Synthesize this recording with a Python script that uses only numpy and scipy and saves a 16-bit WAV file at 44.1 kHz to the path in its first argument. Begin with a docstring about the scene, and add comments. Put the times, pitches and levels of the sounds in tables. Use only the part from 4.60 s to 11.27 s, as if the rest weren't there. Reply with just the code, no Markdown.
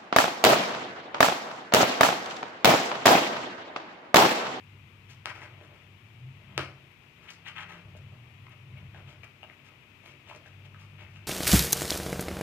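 """In a living room, a dog lies on a rug, crumpling, snapping and chewing a paper card.
The card is made of thousands of tiny random creases, sharp cracks with short rings, and thin wet mouth ticks.
Small engines outside drone through the walls and stir the room's low modes; an appliance hums faintly.
These are sine tones and ringing noise. Two microphone ports listen over a bed of air and hiss:
the left port lifts the upper middle of the sounds from the dog, and its own hiss is stronger there too."""
import sys
import numpy as np
from scipy import signal
from scipy.fft import rfft, irfft
from scipy.io import wavfile

SR = 44100
rng = np.random.default_rng(int(sys.argv[2]) if len(sys.argv) > 2 else 0)


def file_out(sig):
    """Save sig as 16-bit WAV at sys.argv[1]."""
    # one column per channel
    cols = np.atleast_2d(sig).T
    # limit, then scale
    lim = np.clip(cols, -1, 1)
    pcm = np.round(lim * 32767).astype(np.int16)
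    wavfile.write(sys.argv[1], SR, pcm)


N = 294147   # length in samples


def amp(db):
    """Decibels to gain."""
    return 10 ** (np.asarray(db) / 20)


def rms_one(x):
    """Scale a sound to an rms (average strength) of 1."""
    return x / np.sqrt(np.mean(x ** 2) + 1e-20)


def in_time(rows):
    """Draw straight lines between the rows of a table: one curve per column, one value per sample."""
    s, *columns = np.transpose(rows)
    return [np.interp(np.arange(N) / SR, s, column) for column in columns]


def at_hz(points, hz):
    """Read a table of pitch and value at any pitch, on a log-frequency axis."""
    table_hz, values = np.array(points).T
    return np.interp(np.log(hz + 1), np.log(table_hz), values)


def colour(x, points):
    """Give a sound the dB spectrum of a table, with a filter that never sounds early (minimum phase)."""
    log_gain = np.log(amp(at_hz(points, np.linspace(0, SR / 2, 1025))))
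    cepstrum = irfft(log_gain)
    # folding the second half onto the first makes the filter causal
    cepstrum[1:1024] *= 2
    cepstrum[1025:] = 0
    response = irfft(np.exp(rfft(cepstrum)))
    return signal.oaconvolve(x, response)[:N]


def drift(rate_hz):
    """Slow random wandering around 0 with a spread of about 1."""
    r = np.exp(-80 * np.pi * rate_hz / SR)   # made at one value every 40 samples
    noise = rng.standard_normal(N // 40 + 2002)
    slow = signal.lfilter([1], [1, -2 * r, r * r], noise)[2000:]   # skip the filter's start
    return np.interp(np.arange(N) / 40, np.arange(len(slow)), rms_one(slow))


def resonance(x, hz, width_hz):
    """Two-pole band-pass: sound near one pitch rings on, with a gain of 1 at the top."""
    r = np.exp(-np.pi * width_hz / SR)
    gain = (1 - r * r) / 2
    return signal.lfilter(np.array([1, 0, -1]) * gain, [1, -2 * r * np.cos(2 * np.pi * hz / SR), r * r], x)


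def butter_filter(x, order, hz, kind):
    """Keep only the low, high or middle part of a sound."""
    return signal.sosfilt(signal.butter(order, hz, kind, fs=SR, output="sos"), x)


def panned(x, db):
    """Mono to left and right, with the left louder by this many dB."""
    return x * amp([[db / 2], [-db / 2]])


def tone(hz, db, waver_db):
    """A sine that follows a pitch curve while its level wavers."""
    phase = 2 * np.pi * np.cumsum(hz) / SR + rng.uniform(0, 2 * np.pi)
    return np.sqrt(2) * amp(db + waver_db * drift(8.2)) * np.sin(phase)   # sqrt(2): db counts as rms


def swells(peak_s, rise_s, fall_s, db):
    """Bell-shaped swells, each with its own rise and fall, summed in power."""
    power = np.zeros(N)
    for peak, rise, fall, gain in zip(peak_s, rise_s, fall_s, amp(db)):
        first = max(0, round((peak - 4 * rise) * SR))
        last = min(N, round((peak + 4 * fall) * SR))
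        near = np.arange(first, last)
        since = near / SR - peak
        power[near] += gain ** 2 * np.exp(-(since / np.where(since < 0, rise, fall)) ** 2)
    return np.sqrt(power)


# Tone colour of the air and hiss, as a relative spectrum: pitch_hz, level_db
AIR_COLOUR = [(15, -31), (25, -17), (43, -16), (86, -4.5), (140, -1.5), (247, -17), (283, -9.5), (370, -10),
              (602, -22.5), (1030, -15.5), (1590, -19.5), (2510, -8.5), (4300, -28), (9660, -40),
              (15700, -37)]
# How much stronger the left port is than the right: pitch_hz, difference_db
AIR_BALANCE = [(30, -6), (60, 4), (110, -3), (200, 10), (380, -0.5), (700, 12.5), (1290, 12.5),
               (2380, 24.5), (4400, 7.5), (8120, 2), (15000, -1.5)]
# How alike the two ports are; 1 is the same, and 0 or less is played as unrelated: pitch_hz, likeness
AIR_LIKENESS = [(60, 0), (130, 1.3), (290, 0.9), (640, 0.68), (1410, -0.27), (3100, -0.08), (6820, -0.44),
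                (15000, 0)]
AIR_LEVEL_DB = -60.5   # of the two ports averaged, counted above 250 Hz


def air_and_hiss(patchy_db=0.32):
    """Room air is noise shared by both ports; hiss is noise that each port has on its own."""
    hz = np.fft.rfftfreq(N, 1 / SR)
    common, left, right = rfft(rng.standard_normal((3, N)))
    alike = np.clip(at_hz(AIR_LIKENESS, hz), 0, 1)
    pan_db = at_hz(AIR_BALANCE, hz) / 2 * [[1], [-1]]
    both = np.sqrt(alike) * common + np.sqrt(1 - alike) * np.array([left, right])
    both = both * amp(pan_db)
    # divide out a level for the sum of both ports
    mid = np.sqrt(np.mean(amp(2 * pan_db), axis=0) / 2 + np.sqrt(alike) * alike / 2)
    noise = irfft(both * amp(at_hz(AIR_COLOUR, hz)) / mid, N)
    above_bass = irfft(rfft(noise.mean(axis=0)) * (hz > 250), N)
    return amp(AIR_LEVEL_DB + patchy_db * drift(15)) * noise / np.std(above_bass)


# Steady note of the appliance: pitch_hz, level_db (rms around which it wavers, before panning)
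HUM_TONES = [(236.9, -72.5)]


def appliance_hum():
    """A faint sine at a fixed pitch, wavering slightly in level."""
    return sum(tone(np.full(N, hz), db, waver_db=0.42) for hz, db in HUM_TONES)


# Overtones of the steady engine: multiple of the firing rate, level_db (against the engine)
ENGINE_ORDERS = [(1, -23), (2, -0.5), (3, -9.5), (4, -16)]
# Notes of the revving engine, one list for each stretch that is heard: time_s, pitch_hz, level_db
REV_STRETCHES = [
    [(0.5, 120.0, -61), (0.7, 119.4, -58), (0.95, 119, -57)],
    [(1.3, 98.5, -63), (1.6, 118.8, -56), (1.7, 133.3, -44), (1.88, 135.4, -79), (1.98, 135.6, -43.5),
     (2.2, 138.2, -69)],
    [(2.56, 168.8, -61.5), (2.85, 166, -64), (3.1, 171, -55.5), (3.36, 169.6, -58.5)],
    [(3.41, 110.5, -52), (3.74, 124.1, -58), (4.1, 117, -51.5), (4.22, 137.6, -52), (4.3, 142.7, -71),
     (4.43, 143, -51), (4.75, 103, -67)],
]
# Low notes at which the room rings: pitch_hz, width_hz, level_db (added to the drone curves below)
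LOW_MODES = [(91.5, 37, 7), (135.54, 2.8, -1.5), (180, 34, -1)]
# Strength of the drone: time_s, steady_engine_db, broad_rumble_db, upper_room_mode_db
DRONE_LEVELS = [(0.0, -56, -67.5, -59), (0.97, -57, -74, -60.5), (1.49, -61.5, -67.5, -62.5),
                (2.01, -55, -58, -47), (2.23, -69, -71.5, -60), (2.69, -67.5, -81, -74),
                (3.01, -56.5, -76, -58), (3.19, -62.5, -68, -77), (3.29, -52, -64, -54),
                (3.53, -51, -65, -57), (3.6, -58.5, -66, -60.5), (4.01, -56.5, -73, -64),
                (4.23, -51, -56.5, -47.5), (4.98, -66, -82.5, -72), (5.74, -70.5, -69, -67),
                (5.98, -51.5, -73, -55), (6.54, -51, -65, -66), (6.67, -51, -66, -69)]
SECOND_ORDER_HZ, WANDER_HZ = 97.3, 0.816   # steady engine's second order, and how far it strays


def engines():
    """Firing pulses make a stack of sines, revs make a gliding note, and rumble rings in the room's modes."""
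    steady_db, rumble_db, upper_db = in_time(DRONE_LEVELS)
    firing_hz = (SECOND_ORDER_HZ + WANDER_HZ * drift(1.59)) / 2
    out = sum(tone(k * firing_hz, steady_db + order_db, waver_db=1.27) for k, order_db in ENGINE_ORDERS)
    for rows in REV_STRETCHES:
        (start_s, first_hz, _), (end_s, last_hz, _) = rows[0], rows[-1]
        fade_in = (start_s - 0.1, first_hz, -100)
        fade_out = (end_s + 0.033, last_hz, -100)
        out = out + tone(*in_time([fade_in, *rows, fade_out]), waver_db=2.7)
    for db, (hz, width_hz, mode_db) in zip((rumble_db, upper_db, rumble_db), LOW_MODES):
        ringing = resonance(rng.standard_normal(N), hz, width_hz)
        ringing = resonance(ringing, hz, 2.1 * width_hz)
        out = out + amp(db + mode_db) * rms_one(ringing)
    return out


# Thin wet ticks of lips and tongue: start_s, click_db (height of the click before its resonance)
MOUTH_TICKS = [(0.038, -64), (2.318, -60), (3.3672, -56), (3.895, -55), (4.181, -59), (4.632, -64),
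               (4.6786, -63), (4.8294, -63), (5.4564, -54), (5.4759, -54), (5.7019, -60), (6.1234, -66),
               (6.2127, -60)]


def mouth_ticks(hz=11500, width_hz=5000):
    """Each tick is a one-sample click through a wide, high resonance, applied twice."""
    clicks = np.zeros(N)
    for s, db in MOUTH_TICKS:
        clicks[round(s * SR)] = amp(db)
    ringing = resonance(resonance(clicks, hz, width_hz), hz, width_hz)
    return panned(6 * ringing, 0.1)


# Body of the rustle, as a relative spectrum: pitch_hz, level_db
CARD_BODY = [(350, -32), (600, -29), (841, -6), (1280, -8), (2140, -3), (3160, -2), (4500, -20.5),
             (5850, -61), (9900, -120)]
# Treble of the rustle, as a relative spectrum: pitch_hz, level_db
CARD_CRISP = [(2060, -35), (3500, -8), (3660, 2.5), (6440, 1.5), (9500, -12), (12400, -56), (20900, -120)]
# Crumples and snuffles at the card, plus two swells right after the loudest snaps # (tilt is upper body against
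# lower body): # peak_s, length_s, body_db, tilt_db, treble_db, bulk_db
CRUMPLES = [ (0.507, 0.034, -59.5, 1, -58.5, -74), (0.684, 0.04, -50, -15.5, -61, -64),
            (0.764, 0.056, -60, -11, -67, -64), (0.826, 0.032, -54, -16.5, -61.5, -64),
            (1.04, 0.032, -72, -9, -72, -67), (1.153, 0.13, -72, -7, -79, -75),
            (2.001, 0.041, -42, -4.5, -56, -58), (2.658, 0.067, -60.5, -9, -69.5, -73),
            (2.69, 0.016, -49, 10.5, -68, -83), (2.705, 0.043, -68, 0, -58.5, -87),
            (2.874, 0.037, -47, 3, -59, -72), (2.987, 0.05, -45, -7, -62.5, -84),
            (3.109, 0.055, -50, -8, -63, -59), (3.37, .02, -77, 5, -70, -91),
            (3.518, 0.054, -82, -12, -83, -72.5), (3.913, 0.017, -61.5, -6, -73.5, -75),
            (4.182, 0.039, -64.5, 4, -78, -68.5), (4.367, 0.051, -61.5, -4, -73, -60.5),
            (4.492, 0.049, -64, 3, -69.5, -66.5), (4.639, .015, -60.5, -7, -65, -75),
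            (4.834, 0.0082, -54.5, -14, -65, -65), (4.9, .026, -70, -7, -82, -81),
            (5.06, 0.033, -69, -6, -70, -75), (5.471, 0.062, -65, 6, -66.5, -66),
            (5.696, 0.053, -58.5, 1, -66.5, -70), (5.754, 0.024, -67, 1, -64.5, -61),
            (5.865, 0.032, -66.5, 6, -70, -80), (6.052, 0.013, -60.5, 9, -66, -64),
            (6.21, 0.042, -64, 0, -67, -91), (6.409, 0.038, -61, 1, -69.5, -66.5),
            (6.536, 0.07, -70, -2, -73, -95)]
# Faint continuous rustle of the card, slowly swelling and fading: time_s, level_db
FAINT_RUSTLE = [(0.0, -78.5), (0.61, -79), (0.87, -64.5), (1.3, -79.5), (1.76, -76), (1.93, -66),
                (2.49, -80), (2.97, -67), (3.59, -76), (6.67, -74.5)]
RISE_SHARE, TREBLE_LAG_SHARE = 0.37, 0.11   # parts of a crumple's length
AIRY_TOP_DB = -10.5   # against the treble


def rustle(per_s=3000, uneven_db=3.5, clump_db=2.5, split_hz=1900, air_hz=9500):
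    """Dense tiny creases, clumped, heard through the card's body, its crisp edge, airy top and dull bulk."""
    peak_s, length_s, body_db, tilt_db, treble_db, bulk_db = np.transpose(CRUMPLES)
    rise_s, fall_s = RISE_SHARE * length_s, (1 - RISE_SHARE) * length_s
    lag_s = TREBLE_LAG_SHARE * length_s
    # four layers of random creases, of uneven size and either sign
    sizes = amp(uneven_db * np.minimum(rng.exponential(1, (4, N)), 4)) * rng.choice([-1, 1], (4, N))
    happens = rng.random((4, N)) < per_s / SR
    creases = sizes * happens * amp(clump_db * drift(47))

    body = rms_one(colour(creases[0], CARD_BODY))
    low_body = butter_filter(body, 3, split_hz, "low")
    high_body = butter_filter(body, 3, split_hz, "high")
    crisp = rms_one(colour(creases[1], CARD_CRISP))
    bulk = rms_one(resonance(resonance(creases[2], 340, 860), 340, 860))
    air = rms_one(butter_filter(creases[3], 4, air_hz, "high"))

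    faint = amp(in_time(FAINT_RUSTLE)[0])
    out = low_body * (swells(peak_s, rise_s, fall_s, body_db - tilt_db / 2) + faint)
    out += high_body * (swells(peak_s, rise_s, fall_s, body_db + tilt_db / 2) + faint)
    out += crisp * swells(peak_s + lag_s, rise_s, fall_s, treble_db)
    out += air * swells(peak_s + lag_s / 2, rise_s, fall_s, treble_db + AIRY_TOP_DB)
    out += bulk * (swells(peak_s, rise_s, fall_s, bulk_db) + faint)
    return panned(out, 5.65)


# Snaps of the card and smacks of the mouth (crack_db is its peak before it is dulled):
# time_s (the sound starts onset_delay_s later), crack_db, low_ring_hz, low_ring_db, high_ring_hz, high_ring_db
CARD_SNAPS = [(0.657, -10.5, 796, -42, 1850, -58), (0.817, -32, 1010, -41, 1930, -39),
              (1.011, -36, 383, -42, 2420, -48), (1.115, -46, 520, -46, 1400, -55),
              (1.978, -5, 378, -21.5, 2100, -30), (2.864, -42, 1110, -42, 1840, -36),
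              (2.996, -42, 874, -50, 2190, -36), (3.35, -53, 570, -40, 2830, -53),
              (3.867, -32.5, 1010, -43.5, 2000, -44), (4.172, -52, 310, -64, 2280, -41.5),
              (4.346, -35, 749, -41.5, 1500, -42), (4.633, -33, 654, -47, 2410, -36),
              (4.83, -45, 757, -37, 2860, -36.5), (4.838, -44, 810, -44.5, 2860, -40),
              (4.898, -46, 377, -50, 2030, -39), (5.088, -47, 1300, -57, 2120, -49),
              (5.46, -29.5, 1250, -55, 2160, -44), (5.478, -44, 436, -48, 2300, -46),
              (5.538, -50, 320, -48, 2500, -48), (5.698, -32, 625, -40, 2690, -38.5),
              (5.712, -47, 960, -33.5, 2920, -52), (5.859, -47, 726, -46, 1630, -41.5),
              (6.145, -36, 1230, -43, 1500, -46), (6.218, -45, 1170, -47, 2260, -48.5),
              (6.418, -41, 840, -45, 2280, -43.5), (6.449, -42, 900, -58, 2610, -46),
              (6.465, -46, 900, -58, 2000, -44.5), (6.56, -34, 729, -56, 2720, -40.5),
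              (6.59, -40, 1510, -51, 2730, -49)]
# Tone colour of a crack, as a relative spectrum: pitch_hz, level_db
CRACK_COLOUR = [(200, -6), (500, -2.5), (1200, 4.5), (2500, 3.5), (4000, 3), (6000, -1), (9000, -7),
                (15000, -12)]
RING_T60_S = 0.012   # time for the pocket's ring to die by 60 dB
FULL_SCALE_DULL, DULL_PER_DB = 0.39, 0.0095   # dullness (0-1) of a 0 dB crack, and growth per dB weaker


def snaps(onset_delay_s=0.00065, rise_s=0.00017):
    """A pull-then-push crack, and two brief rings of the pocket it happens in."""
    length = 2048   # samples
    out, t = np.zeros(N + length), np.arange(length) / SR
    click = (t == 0) * 1.0
    crack = -colour(click, CRACK_COLOUR)[:length]
    crack = crack / np.max(np.abs(crack))
    dying = (1 - np.exp(-t / rise_s)) * amp(-60 * t / RING_T60_S)
    for s, db, low_hz, low_db, high_hz, high_db in CARD_SNAPS:
        dull = np.clip(FULL_SCALE_DULL - DULL_PER_DB * db, 0, 0.9)   # weaker snaps are duller
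        dulled = signal.lfilter([(1 - dull) ** 2], [1, -2 * dull, dull ** 2], crack)
        rings = amp(low_db) * np.sin(2 * np.pi * low_hz * t)
        rings += amp(high_db) * np.sin(2 * np.pi * high_hz * t)
        i = round((s + onset_delay_s) * SR)
        out[i:i + length] += amp(db) * dulled + dying * rings
    return panned(out[:N], 4)


# First wall echoes: delay_s, left_db, right_db
WALL_ECHOES = [(.0022, -16.5, -12), (0.01, -7.5, -47), (0.0148, -5, -0.5), (.018, -17, -5),
               (0.0238, -25, -36)]
# Time for the tail to die by 60 dB: pitch_hz, time_s
TAIL_T60 = [(150, 0.45), (1000, 0.38), (4000, 0.35), (12000, 0.3)]
TAIL_DB, ECHO_DULL = -5.5, 0.83   # energy of the tail's response; dullness (0-1) of the echoes
TAIL_TILT_DB = -1.5   # per octave: soft furnishings swallow the treble before it is scattered


def room(x):
    """Direct sound, first wall echoes and a diffuse tail that dies faster in the treble."""
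    t = np.arange(SR // 2) / SR
    noise = rng.standard_normal((3, len(t)))
    tail, edges = 0, 100 * 2.0 ** np.arange(8)
    for low, high in zip(edges, np.minimum(2 * edges, 0.45 * SR)):
        hz = np.sqrt(low * high)
        alike = np.clip(1 - hz / 1800, 0, 1)   # close ports hear the same bass
        band = butter_filter(noise, 2, [low, high], "band")
        band = np.sqrt(alike) * band[0] + np.sqrt(1 - alike) * band[1:]
        tail = tail + band * amp(TAIL_TILT_DB * np.log2(hz / 1000) - 60 * t / at_hz(TAIL_T60, hz))
    tail = tail * (1 - np.exp(-t / 0.0016))   # soft start
    response = amp(TAIL_DB) * tail / np.sqrt(np.sum(tail ** 2, axis=1, keepdims=True))
    soft = (1 - ECHO_DULL) * ECHO_DULL ** np.arange(64)   # furniture returns little treble
    for s, left_db, right_db in WALL_ECHOES:
        i = round(s * SR)
        response[:, i:i + 64] += amp([[left_db], [right_db]]) * soft
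    mono = x.mean(axis=0, keepdims=True)
    return x + signal.oaconvolve(mono, response, axes=1)[:, :N]


LEFT_LAG = 4   # samples by which sound from the dog reaches the left port later


def ports(x, cavity_hz=2400, width_hz=1500, lift_db=6, shade_db=-5):
    """The left port hears a little late and its cavity lifts the upper middle; the right is shaded there."""
    cavity = resonance(x, cavity_hz, width_hz)
    left, right = x + cavity * np.array([[amp(lift_db) - 1], [amp(shade_db) - 1]])
    return np.array([np.pad(left, (LEFT_LAG, 0))[:N], right])


def scene():
    """Card and mouth in the room, drone and hum around them, air and hiss beneath."""
    background = air_and_hiss() + panned(appliance_hum() + engines(), 1.84)
    # a small sheet radiates no deep bass
    card = butter_filter(mouth_ticks() + rustle() + snaps(), 4, 270, "high")
    return background + ports(room(card))


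def record(dry):
    """Cut the top steeply: everything above 15950 Hz falls by at least 60 dB."""
    return signal.sosfilt(signal.cheby2(20, 60, 15950, fs=SR, output="sos"), dry)


dry = scene()
out = record(dry)
file_out(out)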